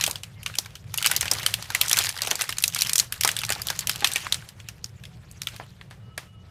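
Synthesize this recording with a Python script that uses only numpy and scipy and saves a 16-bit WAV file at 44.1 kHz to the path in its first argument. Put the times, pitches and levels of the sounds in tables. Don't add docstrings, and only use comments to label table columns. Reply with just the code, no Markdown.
import sys
import numpy as np
from scipy import signal
from scipy.fft import rfft, irfft, next_fast_len
from scipy.io import wavfile
from scipy.ndimage import uniform_filter1d, map_coordinates

SR = 44100
rng = np.random.default_rng(int(sys.argv[2]) if len(sys.argv) > 2 else 0)


def output_pcm(signal):
    pcm = np.clip(np.atleast_2d(signal).T, -1, 1) * 32767
    wavfile.write(sys.argv[1], SR, np.round(pcm).astype(np.int16))


N = 286650


def amp(db):
    return 10 ** (np.asarray(db) / 20)


def unit(x):
    return x / np.sqrt(np.mean(x ** 2) + 1e-20)


def wobble(knots_per_s):
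    knots = rng.standard_normal(int(N * knots_per_s / SR) + 4)
    return map_coordinates(knots, [np.arange(N) * knots_per_s / SR])


def curve(s, value):
    return np.interp(np.arange(N) / SR, s, value)


def filtered(x, response):
    m = next_fast_len(N + 8192)
    spectrum = rfft(x, m) * response(np.fft.rfftfreq(m, 1 / SR))
    return irfft(spectrum, m)[..., :N]


def hiss(spectrum, patchy_db):
    z = signal.stft(rng.standard_normal(N), nperseg=256)[2]
    field = uniform_filter1d(rng.standard_normal(z.shape), 8, 0)
    field = uniform_filter1d(field, 8, 1)
    patchy = signal.istft(z * amp(patchy_db * unit(field)), nperseg=256)[1][:N]
    hz, db = np.transpose(spectrum)
    return unit(filtered(patchy, lambda f: amp(np.interp(np.log(f + 1), np.log(hz + 1), db))))


# frequency in Hz, relative density in dB per Hz.
STREET_SPECTRUM = [(20, -18), (108, 8), (180, -1.5), (255, -19), (450, -18), (800, -24), (3000, -32.5),
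                   (16000, -58.5)]
# time in seconds, rumble level in dB.
TRAFFIC_LEVEL = [(0, -45), (2.4, -46.5), (3.6, -44.5), (4.901, -46), (6.5, -47.5)]


def street():
    swell_db = 1.2 * wobble(1.5) + wobble(7)
    level_db = curve(*np.transpose(TRAFFIC_LEVEL)) + swell_db
    return amp(level_db) * hiss(STREET_SPECTRUM, patchy_db=1.3)


# start in seconds, end in seconds, pitch in Hz, level in dB.
FAR_TONES = [(.355, .43, 2110, -55), (5.08, 5.2, 740, -63), (6, 6.18, 2910, -64), (6.26, 6.44, 2910, -63),
             (6.48, 6.6, 2910, -62), (5.99, 6.31, 1294, -64), (6.32, 6.43, 1294, -64),
             (6.42, 6.6, 1294, -60)]


def tones():
    t = np.arange(N) / SR
    phase_per_hz = 2 * np.pi * np.cumsum(1 + .005 * wobble(90)) / SR
    out = np.zeros(N)
    for start_s, end_s, hz, db in FAR_TONES:
        fade = np.clip(np.minimum(t - start_s, end_s - t) / .03, 0, 1)
        out += amp(db + 3 * wobble(40)) * fade * np.sin(hz * phase_per_hz)
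    return out


# start in seconds, strength in dB.
CONTACTS = [(0.585, -26.5), (1.314, -15), (2.219, -19.5), (2.272, -18), (2.312, -16), (2.396, -27),
            (3.501, -18.5), (3.56, -22.5), (3.582, -31), (4.022, -13), (5.598, -17), (6.177, -19.5)]


def thuds():
    out, t = np.zeros(N + SR), np.arange(SR // 8) / SR
    attack = 1 - np.exp(-t / 0.00092)
    knock = amp(-60 * t / 0.018)
    for start_s, db in CONTACTS:
        taps = amp(6 * wobble(150)[:len(t)])
        rattle = taps * amp(-12.5 - 60 * t / 0.18)
        puff = rng.standard_normal(len(t)) * (knock + rattle) * attack
        note_hz = 720 * np.exp(0.13 * rng.standard_normal())
        hollow = signal.lfilter(*signal.iirpeak(note_hz, 3, SR), puff)
        out[round(start_s * SR):][:len(t)] += amp(db) * (puff + hollow)
    band = signal.butter(2, [230, 1800], "bandpass", fs=SR, output="sos")
    return signal.sosfilt(band, out[:N])


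def peak(hz, centre_hz, width_hz):
    return 1j * hz * width_hz / (centre_hz ** 2 - hz ** 2 + 1j * hz * width_hz)


def panel_colours(hz, panel_hz):
    spread = np.exp(.45 * rng.standard_normal((len(panel_hz), 3)))
    neighbour_hz = panel_hz * spread.T[:, :, None]
    broad = .7 * peak(hz, panel_hz, 1.52 * panel_hz)
    core = 1.65 * peak(hz, panel_hz, 0.15 * panel_hz)
    neighbour_width_hz = 0.083 * np.maximum(neighbour_hz, panel_hz)
    neighbours = 1.14 * peak(hz, neighbour_hz, neighbour_width_hz).sum(axis=0)
    panel = (broad + core - neighbours) / (1 + 1j * hz / (2 * panel_hz))
    return panel, broad


def crack_colour(hz, count):
    crack = (1j * hz / (3000 + 1j * hz)) ** 2 / (1 + 1j * hz / 11000)
    spot_hz = 2500 * 5 ** rng.random((count, 1))
    return crack * (1 + 2 * peak(hz, spot_hz, spot_hz / 5))


def bursts(rows, size, ring_db):
    t, hz = np.arange(size) / SR, np.fft.rfftfreq(2 * size, 1 / SR)
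    when_s, panel_hz, panel_db, crack_db = rows.T[:, :, None]
    panel, broad = panel_colours(hz, panel_hz)
    crack = crack_colour(hz, len(rows))
    lead = SR // 300
    after = np.maximum(t - lead / SR, 0)
    lead_in = np.minimum(t * SR / lead, 1) ** 2 * amp(-21 - 60 * after / .01)
    attack, tail_attack = 1 - np.exp(-after / 0.00045), 1 - np.exp(-after / 0.0087)
    lasting = np.sqrt(3000 / panel_hz)
    at = np.maximum(np.round(when_s * SR).astype(int) + np.arange(size) - lead, 0)
    out = np.zeros(N + size)
    # colour, echo colour, level dB, strike T60 s, ring T60 s, room dB, room T60 s; walls blur the panel's pitch
    parts = ((panel, broad, panel_db, .0055, 0.037 * lasting, -27, 0.24 * lasting),
             (crack, crack, crack_db, .004, .03, -30, .15))
    for colour, echo, db, t60, ring_t60, room_db, room_t60 in parts:
        blow = (amp(-60 * after / t60) + amp(ring_db - 60 * after / ring_t60)) * attack
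        tail = amp(room_db - 60 * after / room_t60) * tail_attack
        noise = rng.standard_normal((len(rows), size))
        direct = rfft(noise * (blow + lead_in), 2 * size) * colour
        room = rfft(noise * tail, 2 * size) * echo
        y = irfft(direct + room)[:, :size]
        first_4ms = y[:, lead:lead + SR // 250]
        y *= amp(db) / np.sqrt(np.mean(first_4ms ** 2, axis=1, keepdims=True))
        out += np.bincount(at.ravel(), y.ravel(), N + size)[:N + size]
    return out[:N]


# time in seconds, crackle drive in dB, rubbing hiss in dB.
FILM_WORK = [(0, -40, -42), (0.299, -70, -62), (0.578, -54, -48.5), (0.839, -70, -61), (1.09, -39.5, -44),
             (1.439, -45, -39), (1.68, -53, -47), (2.002, -37, -36.5), (2.188, -45, -49), (2.297, -43, -42),
             (2.57, -47, -53.5), (2.922, -41, -43.5), (3.139, -52, -50), (3.4, -46, -46), (4.33, -46, -41),
             (4.55, -70.5, -60.5), (5.299, -69.5, -62), (5.551, -60, -51), (5.998, -76, -71),
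             (6.5, -75.5, -69)]
# frequency in Hz, relative density in dB per Hz.
RUB_SPECTRUM = [(250, 1.5), (1200, 8), (2800, 9), (7000, 1.5), (16000, -9)]


def rustle(count):
    s, work, rub = np.transpose(FILM_WORK)
    work_db, rub_db = curve(s, work), curve(s, rub)
    busy = np.cumsum(amp(.5 * work_db + 6 * wobble(20)))
    moment, rarity, pitch, dullness = rng.random((count, 4)).T
    at = np.searchsorted(busy, moment * busy[-2])
    size_db = work_db[at] + 2 - 5.97 * np.log(1 - .9 * rarity)
    panel_hz = 1500 * 4.76 ** pitch
    rows = np.c_[at / SR, panel_hz, size_db, size_db - 3 - 12 * dullness]
    crackle = bursts(rows, size=768, ring_db=-22)
    rubbing = amp(rub_db + 2.5 * wobble(30)) * hiss(RUB_SPECTRUM, patchy_db=4)
    return crackle + rubbing


# time in seconds, pitch of the freed panel in Hz, panel level in dB, crack level in dB.
CREASES = [(0.011, 3950, -20, -24.5), (0.039, 3520, -18, -18), (0.064, 3300, -23.5, -21),
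           (0.077, 700, -28.5, -24), (0.111, 6450, -25, -28), (0.157, 3100, -28.5, -32),
           (0.234, 3020, -32.5, -35), (0.431, 3130, -38.5, -38.5), (0.462, 2860, -22, -31),
           (0.498, 1420, -37.5, -62), (0.54, 2700, -36.5, -52.5), (0.554, 2960, -32, -33),
           (0.586, 5650, -17.5, -19), (0.659, 1600, -38, -43), (0.754, 3200, -37, -39),
           (0.941, 2700, -28.5, -25), (0.976, 6760, -28.5, -21.5), (0.983, 3160, -21, -32),
           (1.026, 3200, -23, -22.5), (1.045, 2800, -19.5, -38.5), (1.053, 2800, -18, -30),
           (1.061, 3100, -14, -16), (1.07, 5430, -16.5, -35.5), (1.114, 2000, -20, -17),
           (1.126, 3000, -33, -34.5), (1.164, 5900, -34, -14), (1.21, 6300, -18, -20.5),
           (1.229, 1760, -25.5, -34), (1.256, 1870, -27.5, -29.5), (1.28, 2700, -24.5, -38.5),
           (1.314, 5950, -15.5, -15), (1.463, 3040, -14, -16.5), (1.54, 2680, -21.5, -16.5),
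           (1.625, 4000, -30, -46), (1.703, 1540, -28.5, -28), (1.749, 2220, -15, -16.5),
           (1.813, 3320, -14, -12), (1.882, 6400, -29.5, -22.5), (1.896, 6500, -27, -20),
           (1.913, 3400, -17.5, -20), (1.93, 5650, -11.5, -24.5), (1.97, 3000, -23, -19),
           (1.976, 1570, -24, -25.5), (1.988, 6200, -21.5, -12.5), (2.039, 7000, -27.5, -25),
           (2.056, 5900, -26, -31.5), (2.091, 5000, -25.5, -22.5), (2.219, 4300, -21, -22.5),
           (2.272, 3520, -24, -25), (2.312, 3260, -17.5, -18), (2.355, 4540, -30, -23.5),
           (2.393, 2000, -30, -35.5), (2.411, 2800, -19, -26.5), (2.419, 1950, -29, -20.5),
           (2.492, 2050, -25.5, -24), (2.525, 2900, -27.5, -31), (2.584, 6260, -20, -35.5),
           (2.624, 4500, -30.5, -24.5), (2.639, 4460, -17, -11.5), (2.679, 7240, -33, -18),
           (2.747, 6040, -20.5, -31), (2.789, 4300, -24, -29), (2.809, 6860, -23, -21),
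           (2.82, 4160, -18.5, -15), (2.87, 4860, -28, -29.5), (2.895, 4200, -20, -26),
           (2.933, 9100, -16, -26), (2.957, 6450, -22, -15), (2.981, 6300, -17.5, -16),
           (2.99, 5570, -24, -16), (2.998, 6100, -11, -28.5), (3.124, 2730, -25.5, -22.5),
           (3.21, 2790, -22.5, -17.5), (3.235, 3460, -23, -18), (3.248, 1350, -18, -13.5),
           (3.276, 2850, -19.5, -17), (3.29, 2960, -18, -27.5), (3.315, 7900, -27, -30.5),
           (3.366, 3480, -24.5, -24), (3.389, 3770, -27, -26), (3.416, 2820, -30, -32.5),
           (3.435, 2470, -24, -42), (3.45, 5900, -25.5, -37.5), (3.492, 1710, -25, -27.5),
           (3.503, 1760, -21.5, -20.5), (3.522, 3300, -23, -21.5), (3.618, 4830, -25.5, -27.5),
           (3.67, 5600, -27, -26.5), (3.685, 3300, -23.5, -34.5), (3.702, 1620, -24, -22.5),
           (3.791, 4750, -27.5, -20), (3.872, 6800, -31, -18), (3.895, 3040, -17.5, -17.5),
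           (3.959, 3960, -32.5, -29), (4.045, 2700, -10.5, -20.5), (4.073, 4330, -28.5, -20.5),
           (4.117, 4600, -29, -31.5), (4.135, 8300, -24.5, -28.5), (4.159, 2500, -16.5, -24.5),
           (4.267, 2100, -25.5, -44), (4.324, 3850, -13.5, -22.5), (4.489, 4600, -41, -38),
           (4.601, 2840, -40, -58.5), (4.687, 2780, -34.5, -32.5), (4.843, 5400, -26, -48),
           (5.037, 2730, -40, -52), (5.053, 3300, -39, -64), (5.313, 7800, -42, -66.5),
           (5.418, 5400, -26.5, -46), (5.471, 3100, -22.5, -33), (5.563, 2900, -40.5, -42),
           (5.812, 1860, -38.5, -73), (5.91, 1510, -41.5, -58), (6.178, 2020, -28, -34)]


def snaps():
    rows = np.array(CREASES)
    later, other, weaker = rng.random((len(rows), 3)).T
    when_s, panel_hz, panel_db, crack_db = rows.T
    drop_db = 9 + 14 * weaker
    neighbour_hz = panel_hz * np.exp(other - .5)
    neighbours = np.c_[when_s + .022 * later, neighbour_hz, panel_db - drop_db, crack_db - drop_db]
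    followers = bursts(neighbours, size=1024, ring_db=-14)
    return bursts(rows, size=6144, ring_db=-14) + followers


def scene():
    near = snaps() + thuds() + rustle(count=500)
    return (near + street() + tones())[None]


def record(dry):
    ceiling, fade_hz, cutoff_hz = .92, 15000, 16450
    soft = dry / (1 + np.abs(dry / ceiling) ** 4) ** (1 / 4)
    return filtered(soft, lambda hz: (hz < cutoff_hz) / (1 + (hz / fade_hz) ** 40))


dry = scene()
out = record(dry)
output_pcm(out)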